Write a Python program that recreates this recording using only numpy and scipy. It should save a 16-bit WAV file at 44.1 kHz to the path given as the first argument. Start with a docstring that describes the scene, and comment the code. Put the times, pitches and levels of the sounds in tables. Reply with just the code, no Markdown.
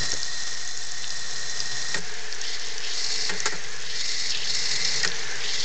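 """Water fills the steel tub of a top-loading washing machine, heard from close by on a small camera.
A hand bumps the camera as an inlet jet of filtered noise hisses and spits, then shuts off near a clunk.
The water churns throughout, a mass of ringing bubbles; after the jet it sweeps the wall in surges
of coloured impacts. Large drops snap and noise bursts knock in the ringing cabinet,
over a motor hum of two wavering sines, whose whine fades out partway."""
import sys
import numpy as np
from scipy import signal
from scipy.fft import rfft, irfft, next_fast_len
from scipy.io import wavfile
from scipy.ndimage import uniform_filter1d

SR = 44100
rng = np.random.default_rng(int(sys.argv[2]) if len(sys.argv) > 2 else 0)


def store_wav(level_fs):
    """Save 16-bit WAV to argv[1]."""
    pcm = np.round(np.clip(np.atleast_2d(level_fs), -1, 1) * 32767)
    wavfile.write(sys.argv[1], SR, pcm.T.astype(np.int16))


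N = 248724
TIME = np.arange(N) / SR  # s

JET_SHUT_S = 1.983
# Treble lost on the way out of the tub. Each row: frequency in Hz, gain in dB.
RIM_LOSS = [(6500, 1), (7300, -2.5), (8000, -8), (8800, -22)]
# Rattle of loose parts, also the grit of the drops. Each row: frequency in Hz, relative gain in dB.
CLATTER_COLOUR = [(200, -32), (900, -13.5), (2500, -9.5), (3300, -10), (4400, -1), (6000, -8.5), (7500, -2),
                  (8300, -8.5), (8900, -30)]
# The hollow note of the churning at rest, and how far it climbs in a full surge.
HOLLOW_HZ, HOLLOW_CLIMB_HZ, HOLLOW_DB = 1682, 343, -4.5


def gain_of(db):
    """Decibels to amplitude."""
    return 10 ** (np.asarray(db) / 20)


def evened(x):
    """Scales to an rms of one."""
    return x / np.sqrt(np.mean(x ** 2) + 1e-20)


def follow(rows, axis=1):
    """One column of a curve, at every sample."""
    rows = np.asarray(rows)
    return np.interp(TIME, rows[:, 0], rows[:, axis])


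def read(points, hz):
    """The gain of a spectrum, joined on a log-frequency axis."""
    f, db = np.transpose(points)
    return gain_of(np.interp(np.log(hz + 1), np.log(f), db))


def colour(x, points):
    """Filters by a spectrum, without phase shift."""
    size = next_fast_len(len(x) + 512)
    gains = read(points, np.fft.rfftfreq(size, 1 / SR))
    return irfft(rfft(x, size) * gains, size)[:len(x)]


def ring(x, modes):
    """Passes x through resonances side by side."""
    return sum(gain_of(db) * signal.lfilter(*signal.iirpeak(hz, hz / width, SR), x)
               for hz, width, db in modes)


def resonate(x, hz, width_hz):
    """A resonance that follows a curve: shifts it down to zero, smooths twice, and shifts back."""
    turn = np.exp(2j * np.pi * np.cumsum(hz) / SR)
    r = np.exp(-np.pi * width_hz / SR)
    smooth = signal.lfilter([(1 - r) ** 2], [1, -2 * r, r * r], x / turn)
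    return 2 * (turn * smooth).real


def add(mix, s, sound):
    """Mixes a sound in at time s."""
    part = mix[max(round(s * SR), 0):][:len(sound)]
    part += sound[:len(part)]


def wander(rate_hz):
    """Slow chance of rms one, with little movement above the given rate."""
    hz = np.fft.rfftfreq(N, 1 / SR)
    weight = hz / (hz + 2) / (1 + (hz / rate_hz) ** 2)
    return evened(irfft(rfft(rng.standard_normal(N)) * weight, N))


def patter(per_s, spread_db):
    """Impacts at random moments; a positive spread makes a few stand out, a negative one a few recede."""
    size = gain_of(spread_db * np.minimum(rng.exponential(1, N), 4))
    struck = rng.random(N) < per_s / SR
    return evened(size * rng.choice([-1, 1], N) * struck)


def until(s, fade):
    """One up to time s, then a short fade to nothing."""
    return np.clip((s - TIME) / fade + 1, 0, 1)


def droplets(per_s, spread_db, low_hz, high_hz, cycles, count=24):
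    """Tiny bubbles of many sizes, each ringing for a few cycles and rising as it nears the surface."""
    out = np.zeros(N)
    for hz in np.geomspace(low_hz, high_hz, count):
        age = np.arange(0, 6, hz / cycles / SR)
        ping = age * np.exp(-age) * np.sin(2 * np.pi * cycles * age * (1 + 0.016 * age))
        out += signal.oaconvolve(patter(per_s / count, spread_db), ping / np.linalg.norm(ping))[:N]
    return evened(out)


def hum():
    """The motor's mains hum and thin whine are sines whose pitch and level waver; the whine fades out."""
    # Each row: time in seconds, level in dB before the shared waver.
    hum_levels = [(0, -64.5), (1.9, -57), (2.1, -66.5), (5.0, -58)]
    hum_hz, whine_hz, whine_db = 118.7, 720.6, -58.5
    clock = TIME + np.cumsum(0.0028 * wander(rate_hz=7.6)) / SR
    mains = gain_of(follow(hum_levels)) * np.sin(2 * np.pi * hum_hz * clock)
    whine = gain_of(whine_db) * until(3.5, fade=0.4) * np.sin(2 * np.pi * whine_hz * clock)
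    return np.sqrt(2) * (mains + whine) * gain_of(2 * wander(rate_hz=8.9))


def bumps():
    """The hand shifts on the camera: decaying low noise thumps straight into the microphone."""
    # Each row: start in seconds, level in dB, decay time in seconds.
    bump_rows = [(0.0, -41, 0.14), (0.131, -25.5, 0.0039), (0.149, -27, 0.0018)]
    # Their dull colour. Each row: frequency in Hz, relative gain in dB.
    bump_colour = [(20, 8.5), (80, 4.5), (200, -4.5), (500, -6), (1200, -22), (3000, -50)]
    out, t = np.zeros(N), np.arange(16384) / SR
    lead = 256  # samples of room for the filter to ring ahead of the thump
    for s, db, length in bump_rows:
        force = np.exp(-t / length)
        thump = colour(np.pad(force * rng.standard_normal(len(t)), (lead, 0)), bump_colour)
        add(out, s - lead / SR, gain_of(db) * evened(thump) * np.sqrt(np.mean(force ** 2)))
    return out


def knocks():
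    """A short rattle of contacts clanks in the panels and lid, then the frame shudders more slowly."""
    # Each row: start in seconds, level in dB, length of the rattle in seconds (spread of its bell curve),
    # lid in dB, shudder in dB (both relative), time the shudder takes to peak in seconds.
    knock_rows = [(0.127, -31, 0.0041, -5, -5, 0.0041), (1.943, -24.5, 0.0057, 3.5, -10, 0.015),
                  (3.292, -26, 0.011, -1.5, -10.5, 0.024), (3.456, -21, 0.015, -18, -10.5, 0.0065),
                  (3.522, -34.5, 0.014, -9, -2.5, 0.013), (5.033, -29.5, 0.0066, 7, -19, 0.012),
                  (5.046, -20, 0.0076, -5, -14, 0.012)]
    # Resonances of frame, side panels and lid. Each row: frequency in Hz, width in Hz, relative gain in dB.
    frame_modes = [(176, 17, 11), (309, 31, 2.5), (412, 62, 10), (540, 260, -28)]
    panel_modes = [(885, 74, -4.5), (1400, 280, -3), (1600, 82, -1)]
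    lid_modes = [(1861, 60, 9), (2380, 330, -23.5)]
    rise_s, panels_db = 0.0012, -6
    shudder_panels_db, shudder_clatter_db = -3.5, -7.5
    out, t = np.zeros(N), np.arange(8192) / SR
    for s, db, length, lid_db, shudder_db, shudder_s in knock_rows:
        sway = t / shudder_s * np.exp(1 - t / shudder_s)
        force = np.minimum(t / rise_s, 1) * np.exp(-(t / length) ** 2 / 2)
        contacts, shaking = np.array([force, sway]) * rng.standard_normal((2, len(t)))
        blow = (evened(colour(contacts, CLATTER_COLOUR))
                + gain_of(panels_db) * evened(ring(contacts, panel_modes))
                + gain_of(lid_db) * evened(ring(contacts, lid_modes)))
        # the frame shakes the panels and loose parts with it
        shudder = (evened(ring(shaking, frame_modes))
                   + gain_of(shudder_panels_db) * evened(ring(shaking, panel_modes))
                   + gain_of(shudder_clatter_db) * evened(colour(shaking, CLATTER_COLOUR)))
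        blow *= np.sqrt(np.mean(force ** 2))
        shudder *= gain_of(shudder_db) * np.sqrt(np.mean(sway ** 2))
        add(out, s, gain_of(db) * (blow + shudder))
    return colour(out, RIM_LOSS)


def drops():
    """Large drops snap on the steel, each a brief burst around its own pitch with a spatter of grit."""
    # The largest drops. Each row: start in seconds, level of the snap in dB before the rim loss,
    # central pitch in Hz, length in seconds (the snap peaks halfway through it).
    large_drops = [(0.118, -15, 5730, 0.0027), (0.1395, -12, 5940, 0.00072), (0.231, -15.5, 4900, 0.0014),
                   (0.676, -21.5, 6130, 0.0017), (0.775, -16.5, 6530, 0.0008), (1.042, -22.5, 3680, 0.0022),
                   (1.104, -21.5, 5360, 0.0025), (1.603, -14.5, 4700, 0.0017), (2.3255, -20, 4810, 0.0019),
                   (2.414, -21.5, 6220, 0.0027), (2.78, -21.5, 5700, 0.0021), (3.251, -23.5, 4500, 0.002),
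                   (3.403, -15.5, 5970, 0.0018), (4.297, -14, 4820, 0.00052), (5.0312, -14.5, 5470, 0.0023),
                   (5.0754, -15, 4950, 0.0022), (5.1165, -22, 4040, 0.0025)]
    # smaller drops fall at random, within a spread either side of these centres
    stray_per_s, stray_db, spread_db = 9.8, -25.5, 2
    stray_hz, spread_octaves, stray_s = 5770, 0.27, 0.0011
    strays = []
    for when, size, pitch in rng.random((round(stray_per_s * N / SR), 3)):
        db = stray_db + spread_db * (2 * size - 1)
        hz = stray_hz * 2 ** (spread_octaves * (2 * pitch - 1))
        strays.append((when * N / SR, db, hz, stray_s))
    out, t = np.zeros(N), np.arange(2048) / SR
    for s, db, hz, length in [*large_drops, *strays]:
        age = t / (length / 2)
        drift = 0.15 * evened(uniform_filter1d(rng.standard_normal(len(t)), size=10))
        snap = age * np.exp(1 - age) * np.sin(2 * np.pi * np.cumsum(hz * (1 + drift)) / SR)
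        grit = gain_of(-8) * colour(rng.standard_normal(len(t)) * np.exp(-age / 2), CLATTER_COLOUR)
        add(out, s, gain_of(db) * (snap + grit))
    return colour(out, RIM_LOSS)


def jet():
    """Turbulence hisses and whistles in the inlet, and fine drops spit from the jet, until the valve shuts."""
    # Each row: time in seconds, gain in dB over hiss and spit together.
    jet_levels = [(0, -27), (0.2, -31.5), (0.5, -31.5), (0.75, -34.5), (1.3, -32.5), (1.94, -30)]
    # Each row: frequency in Hz, relative gain in dB.
    hiss_colour = [(100, -13.5), (700, -5.5), (1400, -3), (2200, -7), (3000, -5.5), (3800, -0.5), (4700, 3),
                   (5400, 7), (6400, 3), (7300, 0), (8000, -8.5), (8800, -67)]
    # Resonances of the inlet. Each row: frequency in Hz, width in Hz, relative gain in dB.
    inlet_modes = [(1876, 42, 16), (3576, 78, 7.5), (4060, 85, 11.5), (5250, 47, -24.5), (6250, 110, -25)]
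    rush = rng.standard_normal(N) * gain_of(1.5 * wander(rate_hz=46))
    whistle = ring(rng.standard_normal(N), inlet_modes)
    hiss = evened(colour(rush, hiss_colour) + whistle)
    spit = droplets(per_s=130, spread_db=4.5, low_hz=5600, high_hz=8800, cycles=1.6)
    mix = gain_of(-1.07) * hiss + gain_of(-9.5) * colour(spit, RIM_LOSS)
    return gain_of(follow(jet_levels)) * until(JET_SHUT_S, fade=0.02) * mix


def churn(swell, hollow_db):
    """Falling water beats bubbles into the pool, with a climbing hollow note, and booms the tub's air."""
    # Each row: time in seconds, churn in dB, boom of the tub in dB, both before the trims below.
    churn_levels = [(0, -37, -35), (0.2, -45, -49), (0.8, -42, -52.5), (1.5, -39, -45.5), (2.0, -39, -44),
                    (2.5, -40, -57.5), (3.4, -37.5, -46.5), (4.05, -42, -50), (4.95, -36, -37.5),
                    (5.35, -35, -50.5), (5.63, -39, -45)]
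    # Each row: frequency in Hz, relative gain in dB.
    bubble_colour = [(300, -13), (600, -10.5), (850, -7), (1150, -9), (1480, -7), (1800, 0.5), (2150, -2.5),
                     (2500, -6.5), (3100, -8.5), (4400, -7), (6000, -6), (7300, -13.5), (8700, -38.5)]
    # Throaty gurgle of the pool, and air modes of the tub.
    # Each row: frequency in Hz, width in Hz, relative gain in dB.
    gurgle_modes = [(428, 35, 4.5), (460, 18, -8.5)]
    air_modes = [(123.6, 35, 0), (158, 10, -13), (418, 34, -4), (501, 11, -4)]
    fizz = droplets(per_s=5000, spread_db=5.0, low_hz=514, high_hz=8340, cycles=4.1)
    bright_fizz = evened(np.diff(fizz, prepend=0))
    bubbles = evened(colour(bright_fizz + gain_of(6) * rng.standard_normal(N), bubble_colour))
    note_hz = HOLLOW_HZ + HOLLOW_CLIMB_HZ * swell
    hollow = evened(resonate(patter(per_s=3700, spread_db=2.5), note_hz, width_hz=353))
    gurgle = evened(ring(patter(per_s=1500, spread_db=1.5), gurgle_modes))
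    pool = gain_of(1.5) * bubbles + gain_of(hollow_db) * hollow + gain_of(-11.5) * gurgle
    calm_db = -7 * until(JET_SHUT_S, fade=0.063)  # the pool churns harder once the jet has shut
    boom = evened(ring(patter(per_s=1800, spread_db=-1.0), air_modes))
    boom_db = follow(churn_levels, axis=2) - 7.5
    return gain_of(follow(churn_levels) + calm_db) * pool + gain_of(boom_db) * boom


def surges():
    """Surges arrive, change speed and level, hold and drain; the strongest leads.

    Gives the gain and speed of the water on the wall, the swell (0-1) and the hollow note's dB."""
    # Each row: start in seconds, rise in seconds, hold in seconds, first level in dB, full level in dB,
    # first speed, full speed (factors on the pitch of the spray), hollow note in dB.
    surge_rows = [(2.408, 0.12, 0.015, -37, -30.5, 0.72, 0.87, -2),
                  (2.6, 0.055, 0.088, -38.5, -36.5, 0.8, 0.84, -8),
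                  (2.819, 0.22, 0.23, -33.5, -30.5, 0.62, 1.11, -11.5),
                  (3.33, 0.04, 0.14, -43, -41, 0.9, 1.12, 2),
                  (3.805, 0.23, 0.294, -39.5, -30, 0.59, 1, 1.5),
                  (4.324, 0.096, 0.0056, -28.5, -29, 0.56, 0.73, -6),
                  (4.458, 0.096, 0.455, -28.5, -28.5, 0.93, 1.03, 0),
                  (5.134, 0.04, 0.011, -42, -34.5, 0.75, 0.92, -9),
                  (5.408, 0.13, 0.1, -35, -27.5, 0.62, 0.87, -5)]
    arrive_s, drain_s = 0.022, 0.035
    trickle_db, trickle_speed = -44, 0.85  # on the wall between surges
    powers = [gain_of(trickle_db) ** 2 * np.ones(N)]
    states = [np.outer([trickle_speed, 0, HOLLOW_DB], np.ones(N))]
    for start, rise, hold, first_db, full_db, first_speed, full_speed, hollow_db in surge_rows:
        age = TIME - start
        swell = np.clip(age / rise, 0, 1)
        arrival = np.clip(age / arrive_s + 1, 0, 1)
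        drain = np.exp(-np.maximum(age - rise - hold, 0) / drain_s)
        level_db = first_db + (full_db - first_db) * np.sin(np.pi / 2 * swell)
        powers.append((arrival * drain * gain_of(level_db)) ** 2)
        speed = first_speed + (full_speed - first_speed) * swell
        states.append(np.array([speed, swell, HOLLOW_DB + (hollow_db - HOLLOW_DB) * swell]))
    total = sum(powers)
    # overlapping surges share the water's state by their power
    speed, swell, hollow_db = sum(power * state for power, state in zip(powers, states)) / total
    return np.sqrt(total), speed, swell, hollow_db


def splash(strength, speed):
    """Clumps of drops strike the tub wall; the faster the water, the higher its spray."""
    # The spray at a speed of one. Each row: frequency in Hz, relative gain in dB.
    spray_colour = [(300, -24), (1300, -21.5), (2500, -14.5), (3400, -7.5), (3700, 1.5), (4500, 0.5),
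                    (5400, 1.5), (6300, -2), (7300, -2.5), (9000, -11.5), (13000, -21.5)]
    # Ringing of the tub wall under the spray. Each row: frequency in Hz, width in Hz, relative gain in dB.
    wall_modes = [(2030, 150, -4.5), (2315, 87, -5), (2800, 110, -5), (3826, 74, 0.5), (4290, 110, 8.5),
                  (4584, 45, 10.5), (5020, 120, 5.5), (5260, 120, 5.5), (6450, 93, -1.5), (6750, 110, -3),
                  (7250, 80, -4)]
    clumps = gain_of(2.22 * wander(rate_hz=73))
    hz, t, z = signal.stft(patter(per_s=7000, spread_db=2.0) * clumps, SR, nperseg=256)
    pitch = np.interp(t, TIME, speed)
    # each clump has its own mix of drop sizes, and so its own colour
    patches = uniform_filter1d(rng.standard_normal(z.shape), size=5, axis=0)
    patches = evened(uniform_filter1d(patches, size=5, axis=1))
    shaped = z * read(spray_colour, hz[:, None] / pitch) * gain_of(1.95 * patches)
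    spray = signal.istft(shaped, SR, nperseg=256)[1][:N]
    wall = ring(rng.standard_normal(N) * clumps, wall_modes) * speed ** 2
    water = strength * evened(colour(spray + gain_of(1.0) * wall, RIM_LOSS))
    # fine spatter keeps ticking between the surges
    spatter = droplets(per_s=420, spread_db=3.5, low_hz=5500, high_hz=9000, cycles=1.3)
    mix = water + gain_of(-45) * colour(spatter, RIM_LOSS)
    return (1 - until(JET_SHUT_S, fade=0.029)) * mix


def tub(x, t60=0.081, wet_db=-14):
    """Dense short reflections between the steel walls."""
    t = np.arange(6000) / SR
    struck = (rng.random(len(t)) < 2000 / SR) * (t > 0.002)  # 2000 reflections a second, after 2 ms
    tail = rng.standard_normal(len(t)) * struck * np.exp(-np.log(1000) * t / t60)
    return x + gain_of(wet_db) * signal.oaconvolve(x, tail / np.linalg.norm(tail))[:N]


def scene():
    """Water and knocks sound in the tub, which radiates little deep bass; hum and bumps bypass it."""
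    strength, speed, swell, hollow_db = surges()
    inside = tub(knocks() + drops() + churn(swell, hollow_db) + jet() + splash(strength, speed))
    radiated = colour(inside, [(20, -5), (60, -2), (100, -0.5)])  # Hz, dB
    return (hum() + bumps() + radiated)[None]


def record(dry):
    """A narrow-band camera microphone whose signal rests on a steady offset."""
    offset, edge_hz = -0.075, 8980
    lowpass = signal.firwin(301, edge_hz, window=("kaiser", 9), fs=SR)
    return offset + signal.oaconvolve(dry, lowpass[None], "same")


dry = scene()
out = record(dry)
store_wav(out)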